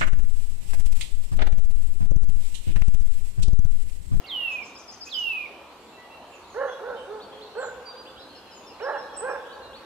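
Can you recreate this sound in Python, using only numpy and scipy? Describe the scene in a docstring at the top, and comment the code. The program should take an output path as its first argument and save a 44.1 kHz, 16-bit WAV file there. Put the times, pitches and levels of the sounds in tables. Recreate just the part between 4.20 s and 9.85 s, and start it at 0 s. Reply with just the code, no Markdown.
"""Nuthatch in still woods

A nuthatch gives two long falling whistles from a treetop, each a nearly pure sliding tone.
Further off a dog barks six times, a rough buzz ringing through its throat and mouth.
Small birds chirp all around in short gliding notes.
Trunks and branches scatter every call over a soft, distant outdoor hum."""
import sys
import numpy as np
from scipy import signal
from scipy.fft import rfft, irfft
from scipy.io import wavfile
from scipy.ndimage import uniform_filter1d

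SR = 44100
rng = np.random.default_rng(int(sys.argv[2]) if len(sys.argv) > 2 else 0)


def store_wav(level_fs):
    """Save 16-bit WAV to argv[1]."""
    pcm = np.round(np.clip(np.atleast_2d(level_fs), -1, 1) * 32767)
    wavfile.write(sys.argv[1], SR, pcm.T.astype(np.int16))


N = 249165


def gain_of(db):
    """Decibels to amplitude."""
    return 10 ** (np.asarray(db) / 20)


def unit_rms(x):
    """Scales to rms 1."""
    return x / np.sqrt(np.mean(x ** 2) + 1e-20)


def curve_at(points, hz):
    """Reads a spectrum on a log-frequency axis."""
    f, value = np.transpose(points)
    return np.interp(np.log(hz + 1), np.log(f + 1), value)


def follow(rows, at):
    """Joins each column of a curve by straight lines."""
    position, *columns = np.transpose(rows)
    return [np.interp(at, position, column) for column in columns]


def add(mix, start_s, sound):
    """Mixes a sound in at its start time."""
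    part = mix[..., max(round(start_s * SR), 0):][..., :sound.shape[-1]]
    part += sound[..., :part.shape[-1]]


def wander(size, hz):
    """Random drift of rms about 1, rolled off above hz."""
    f = np.fft.rfftfreq(2 ** 15, 1 / SR)
    return unit_rms(irfft(rfft(rng.standard_normal(2 ** 15)) * np.exp(-(f / hz) ** 2)))[:size]


def pan(balance_db):
    """Left and right gains; a positive balance leans left."""
    return gain_of(np.array([[.5], [-.5]]) * balance_db)


# Tone of the hum. Each row: frequency in Hz, relative level in dB.
HUM_SPECTRUM = [(15, -33), (25, -59), (64, -3), (136, -11), (246, -2.5), (537, -1.5), (614, -3), (919, 0.5),
                (1140, -2.5), (1530, -11), (2120, -14.5), (2770, -12.5), (5580, -23), (12800, -31),
                (15500, -38.5)]
# Lean of the hum. Each row: frequency in Hz, left over right in dB.
HUM_BALANCE = [(60, -2.5), (180, -1.5), (550, 1), (1650, -1), (4970, -1), (15000, 1)]
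# Width of the hum and of the forest tail. Each row: frequency in Hz, left-right likeness from 0 to 1.
EAR_LIKENESS = [(60, 0.89), (150, 0.87), (380, 0.91), (950, 0.84), (2380, 0.3), (5980, 0.043),
                (15000, 0.01)]


def distant_hum(level_db=-48, patchy_db=1.78):
    """The outdoor bed: dark noise drifting in soft patches, wide in the treble."""
    frames, hz = N // 512 + 5, np.fft.rfftfreq(2048, 1 / SR)
    a, b, c, d, patches = rng.standard_normal((5, frames, len(hz)))
    patches = uniform_filter1d(patches, size=14, axis=0)
    patches = unit_rms(uniform_filter1d(patches, size=16, axis=1))
    likeness = curve_at(EAR_LIKENESS, hz)
    left = a + 1j * b
    right = likeness * left + np.sqrt(1 - likeness ** 2) * (c + 1j * d)
    colour = gain_of(curve_at(HUM_SPECTRUM, hz) + patchy_db * patches)
    spectra = np.array([left, right]) * colour * pan(curve_at(HUM_BALANCE, hz))[:, None]
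    hum = signal.istft(spectra.transpose(0, 2, 1), nperseg=2048, noverlap=1536)[1]
    return gain_of(level_db) * unit_rms(hum[:, :N])


# Decay of the forest. Each row: frequency in Hz, seconds to fade by 60 dB.
FOREST_DECAY = [(300, 1.8), (600, 2.8), (1600, 2.53), (2600, 0.57), (4500, 1.64), (8000, 0.083)]


def forest_tail(x, onset_s=0.0068):
    """The long tail from far trees; the top treble dies first, and bass is alike in both ears."""
    hz, t, (left, other) = signal.stft(rng.standard_normal((2, 2 * SR)), SR, nperseg=256)
    likeness = curve_at(EAR_LIKENESS, hz)[:, None]
    right = likeness * left + np.sqrt(1 - likeness ** 2) * other
    t60 = curve_at(FOREST_DECAY, hz)[:, None]
    envelope = gain_of(-60 * t / t60) * (1 - np.exp(-t / onset_s))
    tail = signal.istft(np.array([left, right]) * envelope, SR, nperseg=256)[1]
    return signal.fftconvolve(x, tail / np.linalg.norm(tail[0]), axes=1)[:, :N]


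def branch_echoes(x, fade_s, first_s, echoes_per_s=1500):
    """Sparse early echoes from nearby branches and trunks, different at each ear."""
    t = np.arange(SR // 2) / SR
    taps = rng.standard_normal((2, len(t))) * (rng.random((2, len(t))) < echoes_per_s / SR)
    taps *= np.exp(-t / fade_s) * (t > first_s)
    return signal.fftconvolve(x, taps / np.linalg.norm(taps, axis=1, keepdims=True), axes=1)[:, :N]


def far_chorus(level_db=-60, count=90, growth_db=5, tail_db=-2):
    """Many birds, so far off that only their echoes arrive; they grow louder toward the end."""
    calls = np.zeros((1, N))
    for k, (slot, pitch, glide, span) in enumerate(rng.random((count, 4))):
        when = (k + slot) / count
        length_s = 0.0279 + 0.06 * span
        progress = np.arange(0, 1, 1 / (length_s * SR))
        hz = (2500 + 1950 * pitch) * (1 + 0.6 * (glide - .4) * (progress - .5))
        chirp = np.sin(2 * np.pi * np.cumsum(hz) / SR) * np.sin(np.pi * progress)
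        add(calls, when * N / SR, gain_of(growth_db * when) * chirp)
    echoes = branch_echoes(calls, fade_s=0.074, first_s=0)
    return gain_of(level_db) * unit_rms(echoes + gain_of(tail_db) * forest_tail(calls))


# Songs, each one syllable repeated evenly. Each row: start in seconds, syllable, count, period and note
# length in seconds, first and last pitch in Hz, top level in dB, loudest point as a share of the song,
# swell in dB per song length, rasp from 0 to 1, left over right in dB.
SMALL_SONGS = [(.29, "dip", 6, .129, .04, 5350, 5000, -40.5, .9, 21, .12, 4),
               (.308, "fall", 6, .134, .046, 6550, 6050, -50, .75, 12, .8, 2.5),
               (1.714, "pipe", 2, .185, .085, 2690, 2700, -54.5, 1, 6, .12, -2),
               (2.09, "hook", 3, .18, .088, 7100, 6300, -63, .7, 4, .02, 2.5),
               (3.654, "pipe", 2, .108, .072, 4713, 4774, -46.5, 0, 5, .02, -2),
               (3.992, "slur", 8, .157, .044, 4980, 5470, -52.5, .55, 12, .09, 2.5),
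               (4.25, "fall", 3, .236, .055, 2720, 2810, -56, 1, 6, .22, -1)]
# Single calls. Each row: start in seconds, syllable, length in seconds, pitch in Hz, level in dB,
# left over right in dB.
SINGLE_CALLS = [(0.051, "slur", 0.078, 2090, -54.5, -2), (0.179, "pipe", 0.13, 1926, -58.5, -1.5),
                (1.564, "pipe", 0.19, 7270, -70.5, -4.5), (1.769, "pipe", .097, 1959, -56, -1.5),
                (2.108, "slur", .071, 2650, -57, -8), (2.474, "pipe", 0.085, 3360, -54.5, -2.5),
                (2.754, "pipe", 0.077, 3080, -56.5, -3), (2.78, "pipe", .065, 8170, -72, 1),
                (2.998, "rise", 0.047, 4156, -53, 3), (3.12, "pipe", .044, 3265, -53.5, 3),
                (3.207, "rise", 0.037, 4030, -51, -3), (3.266, "pipe", 0.16, 4280, -60, -4),
                (3.371, "seep", .12, 7350, -52, -3.5), (3.409, "rise", .038, 3770, -54, -3.5),
                (3.854, "rise", .041, 3245, -52.5, -3), (3.957, "rise", .09, 3830, -54, -3),
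                (4.072, "pipe", 0.13, 4280, -59.5, 1.5), (4.327, "seep", .074, 6880, -59, 5.5),
                (4.592, "rise", .033, 2750, -51.5, -2.5), (4.963, "tsit", .053, 8054, -42.5, -3),
                (5.077, "pipe", 0.039, 2425, -53.5, -3), (5.231, "rise", .052, 3175, -62, -10.5),
                (5.309, "rise", .034, 4160, -55, 3), (5.413, "fall", 0.071, 4030, -55, -2.5),
                (5.529, "rise", 0.053, 4110, -52, 3)]
# Grit of the single calls. Each entry: syllable, rasp from 0 to 1.
CALL_RASP = {"slur": 0.35, "pipe": .13, "rise": .2, "seep": 0.14, "tsit": 0.034, "fall": 0.286}


def small_bird_notes():
    """Cues every note: songs swell and shift in pitch, single calls stand alone."""
    for (start, syllable, count, period, length, first_hz, last_hz,
         top_db, loudest, swell_db, rasp, balance_db) in SMALL_SONGS:
        for k, progress in enumerate(np.linspace(0, 1, round(count))):
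            pitch_hz = first_hz + progress * (last_hz - first_hz)
            db = top_db - swell_db * abs(progress - loudest)
            yield start + k * period, syllable, length, pitch_hz, db, rasp, balance_db
    for start, syllable, length, pitch_hz, db, balance_db in SINGLE_CALLS:
        yield start, syllable, length, pitch_hz, db, CALL_RASP[syllable], balance_db


# Gesture of each named syllable. Each row: share of its length, pitch factor, level in dB.
SYLLABLE_SHAPES = { "dip": [(0, 1.1, -8), (.25, 1.01, -1), (.5, .92, 0), (.7, 1.02, 1), (1, 1.05, -7)],
                   "fall": [(0, 1.1, -10), (.3, 1.03, 0), (.7, .965, 0), (1, .93, -6)],
                   "slur": [(0, 1.06, -8), (.3, 1.025, 0), (.7, .975, 0), (1, .935, -6)],
                   "seep": [(0, 1.09, -12), (.3, 1.025, -2), (.55, .98, 0), (.8, .955, 0), (1, .945, -5)],
                   "hook": [(0, 1.06, -8), (.25, 1.02, -1), (.68, .97, 0), (.85, .87, 0), (1, .76, -5)],
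                   "rise": [(0, .75, -6), (.25, .85, 0), (.55, 1.04, -1), (1, 1.1, -2)],
                   "pipe": [(0, .985, -8), (.2, 1, 0), (.7, 1.003, 0), (1, 1, -5)], "tsit": [(0, .84, -15),
                   (.17, 1.01, -1), (.26, 1.03, 3), (.5, .96, 2), (.75, 1.005, 3), (1, 1.025, -3)]}


def small_birds(near_db=-48, echo_slope=0.29, lead_rad_per_db=0.59):
    """Short pure syllables, some rasping; the fainter a bird, the more of it arrives as echo."""
    direct, send = np.zeros((2, 2, N))
    for start, syllable, length, pitch_hz, db, rasp, balance_db in small_bird_notes():
        progress = np.arange(0, 1, 1 / (length * SR))
        size = len(progress)
        bend, swell_db = follow(SYLLABLE_SHAPES[syllable], progress)
        flutter = (0.00068 + 0.111 * rasp) * wander(size, 396)
        hz = pitch_hz * uniform_filter1d(bend, size=130) * (1 + flutter)
        lead = np.array([[.5], [-.5]]) * lead_rad_per_db * balance_db  # the louder side hears it first
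        tone = np.sin(2 * np.pi * np.cumsum(hz) / SR + lead) * signal.windows.tukey(size, .15)
        note = np.sqrt(2) * gain_of(db + swell_db) * tone * pan(balance_db)
        distance_db = echo_slope * (near_db - db)
        add(direct, start, note * gain_of(-.5 * distance_db))
        add(send, start, note * gain_of(distance_db))
    tail = gain_of(-13) * forest_tail(send)
    echoes = gain_of(-2) * branch_echoes(send, fade_s=0.065, first_s=0.01)
    return gain_of(3) * direct + echoes + tail


# The lowest resonance of the dog's throat: centre in Hz, width in Hz.
CHEST_RESONANCE = (520, 190)
# Resonances above the chest. Each row: centre in Hz, width in Hz, level in dB.
THROAT_RESONANCES = [(848, 115, 4), (1089, 270, -2), (1343, 174, 0)]
# The top resonance, tuned by the mouth for each bark: width in Hz, level in dB.
MOUTH_RESONANCE = (188, 0)


def resonate(x, hz, width_hz):
    """A steep resonance of gain 1."""
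    b, a = signal.iirpeak(hz, hz / width_hz, SR)
    return signal.lfilter(b, a, signal.lfilter(b, a, x))


def dog_throat(buzz, mouth_hz, opening_db):
    """Chest, throat and mouth ring with the buzz; an open jaw lets out more of the upper resonances."""
    resonances = THROAT_RESONANCES + [(mouth_hz, *MOUTH_RESONANCE)]
    upper = sum(gain_of(db) * resonate(buzz, hz, width) for hz, width, db in resonances)
    return resonate(buzz, *CHEST_RESONANCE) + gain_of(opening_db) * upper


# The barks. Each row: start and length in seconds, top pitch in Hz, level in dB, roughness from 0 to 1,
# mouth opening in dB on the upper throat, mouth resonance in Hz, depth of the pitch arch.
DOG_BARKS = [(2.339, 0.17, 552.3, -27, 0.65, -2, 1717, 0.86), (2.589, 0.2, 497, -33, 0.62, -6, 1452, 1),
             (2.867, 0.15, 434, -37, 0.14, -14.5, 1250, 0.406),
             (3.346, 0.15, 531.8, -29, 0.56, -3.5, 1454, 0.79),
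             (4.595, .195, 571.1, -27, 0.81, -0.5, 1640, 0.98),
             (5.001, 0.17, 548.8, -27.5, 0.63, 0, 1593, 0.91)]
# Gesture of one bark. Each row: share of its length, pitch factor, effort in dB, roughness factor,
# jaw opening in dB on the upper throat.
BARK_SHAPE = [(0, 0.596, -7.5, 0.36, 0), (.12, .77, 0.5, 0.24, -14.5), (.26, .92, 1, 0.17, -4),
              (.42, 1.01, -1, 0.65, -2.5), (.56, .98, -2, 1.28, -1), (.75, .95, -8.5, 1, 0),
              (.9, .93, -7.5, 0.98, 1.5), (1, 0.82, -7.5, 1.2, 4.5)]


def dog(jitter=0.074, shimmer=0.86, lead_rad=0.71, dull_above_hz=1890):
    """Each bark rises as a clean note, then breaks into period doubling and rasp as the jaw opens."""
    barks = np.zeros(N)
    distance_filter = signal.butter(6, dull_above_hz, fs=SR, output="sos")
    for start, length, pitch_hz, db, roughness, mouth_db, mouth_hz, arch in DOG_BARKS:
        progress = np.arange(0, 1, 1 / (length * SR))
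        size = len(progress)
        bend, effort_db, breaking, jaw_db = follow(BARK_SHAPE, progress)
        rough = roughness * breaking
        hz = pitch_hz * bend ** arch * (1 + jitter * rough * wander(size, 219))
        cycles = np.cumsum(hz) / SR
        folds = sum(np.cos(2 * np.pi * k * cycles) for k in range(1, 6))
        doubling = sum(np.cos(2 * np.pi * (k + .5) * cycles) / k for k in range(1, 4))
        puffs = unit_rms(2.7 + np.exp(-(cycles / 2 % 1) / 0.66)) * wander(size, 3400)
        uneven = 1 + shimmer * rough * wander(size, 450)  # no two cycles are equally strong
        buzz = (folds + rough * doubling) * uneven + 2 * rough * puffs
        voice = signal.sosfilt(distance_filter, dog_throat(buzz, mouth_hz, mouth_db + jaw_db))
        add(barks, start, gain_of(db + effort_db) * unit_rms(voice) * signal.windows.tukey(size, .14))
    near = barks + gain_of(-9) * branch_echoes(barks[None], fade_s=.04, first_s=.012)[0]
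    # the dog is off to the right, so that side is louder and leads in phase
    phase_shift = np.exp(.5j * lead_rad * np.array([[-1], [1]]))
    placed = (signal.hilbert(near) * phase_shift).real * pan(-4)
    echoes = branch_echoes(barks[None], fade_s=.1, first_s=.02)
    return placed + gain_of(-13) * (echoes + forest_tail(barks * pan(-0.63)))


# The nuthatch's throat is tuned to the middle of the slide, so loudness follows pitch.
# Each row: pitch in Hz, level in dB.
THROAT_TUNING = [(2000, -27), (2320, -7.5), (2430, -7), (2560, -2), (2780, 0), (3100, -1.5), (3500, -5),
                 (4200, -14), (4700, -21.5)]


def whistle_gesture(length, drop_s, lead_s, lead_hz):
    """Time from the top, pitch and level of one whistle: lead-in, flick, quick drop, slow slide, hook."""
    lead_db, flick_s, flick_db = -16.5, .012, -3  # the voice almost breaks while it flicks up
    top_hz, slide_hz, sag_hz_per_s, drop_shape = 4800, 3143, 2250, 1.4
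    hook_s, hook_hz = 0.014, 333  # the pitch hooks down as the beak closes
    t = np.arange(-lead_s, length, 1 / SR)
    after_top = np.maximum(t, 0)
    drop = (top_hz - slide_hz) * np.exp(-(after_top / drop_s) ** drop_shape)
    hook = hook_hz * np.clip(1 - (length - t) / hook_s, 0, 1)
    falling_hz = slide_hz - sag_hz_per_s * after_top + drop - hook
    flick = np.clip(1 + t / flick_s, 0, 1)
    throat_db = curve_at(THROAT_TUNING, falling_hz)
    level_db = lead_db + flick * (throat_db - lead_db) + flick_db * np.sin(np.pi * flick)
    return t, lead_hz + flick * (falling_hz - lead_hz), level_db


# The two whistles. Each row: time of the top of the flick, slide length, drop time and lead-in length,
# all in seconds, then lead-in pitch in Hz, level in dB.
NUTHATCH_WHISTLES = [(.068, .372, .033, .03, 2780, -29), (.902, 0.37, .022, .04, 2560, -28.5)]
# Their overtones, with faint half orders. 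Each row: multiple of the pitch, level in dB.
WHISTLE_OVERTONES = [(2, -49), (3, -45), (3.5, -50), (4, -40), (4.5, -48), (5, -38), (5.5, -47)]


def nuthatch(drift=0.0051, waver=0.0036, rasp=0.025, flicker_db=2.5, reedy_db=13, settle_s=0.094):
    """A nearly pure whistle that flicks up, drops fast and then slides down; its overtones flicker."""
    whistles = np.zeros(N)
    for top_s, length, drop_s, lead_s, lead_hz, top_db in NUTHATCH_WHISTLES:
        t, hz, level_db = whistle_gesture(length, drop_s, lead_s, lead_hz)
        size = len(t)
        unsettled = np.exp(-((t - t[0]) / settle_s) ** 2)  # reedy and raspy until the tone settles
        wobble = drift * wander(size, 14) + waver * wander(size, 79)
        grit = rasp * unsettled * wander(size, 600)
        hz = uniform_filter1d(hz, size=160) * (1 + wobble + grit)
        phase = 2 * np.pi * np.cumsum(hz) / SR
        overtones = np.zeros(size)
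        for multiple, db in WHISTLE_OVERTONES:
            strength = gain_of(db + flicker_db * wander(size, 29.6))
            overtones += strength * np.sin(multiple * phase) * (multiple * hz < SR / 2)
        tone = np.sin(phase) + gain_of(reedy_db * unsettled) * overtones
        envelope = np.sqrt(2) * gain_of(top_db + level_db) * signal.windows.tukey(size, .03)
        add(whistles, top_s - lead_s, envelope * tone)
    direct = gain_of(-2) * whistles * pan(-6)
    send = whistles * pan(-3)
    echoes = gain_of(-6) * branch_echoes(send, fade_s=0.022, first_s=.004)
    return direct + echoes + gain_of(-11.5) * forest_tail(send)


def scene():
    """Birds and dog over the distant hum."""
    return nuthatch() + small_birds() + far_chorus() + dog() + distant_hum()


def record(dry, cutoff_hz=15720):
    """A steep low-pass trims the very top of the mix."""
    lowpass = signal.firwin(511, cutoff_hz, window=("kaiser", 9), fs=SR)
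    return signal.oaconvolve(dry, lowpass[None], "same")


dry = scene()
out = record(dry)
store_wav(out)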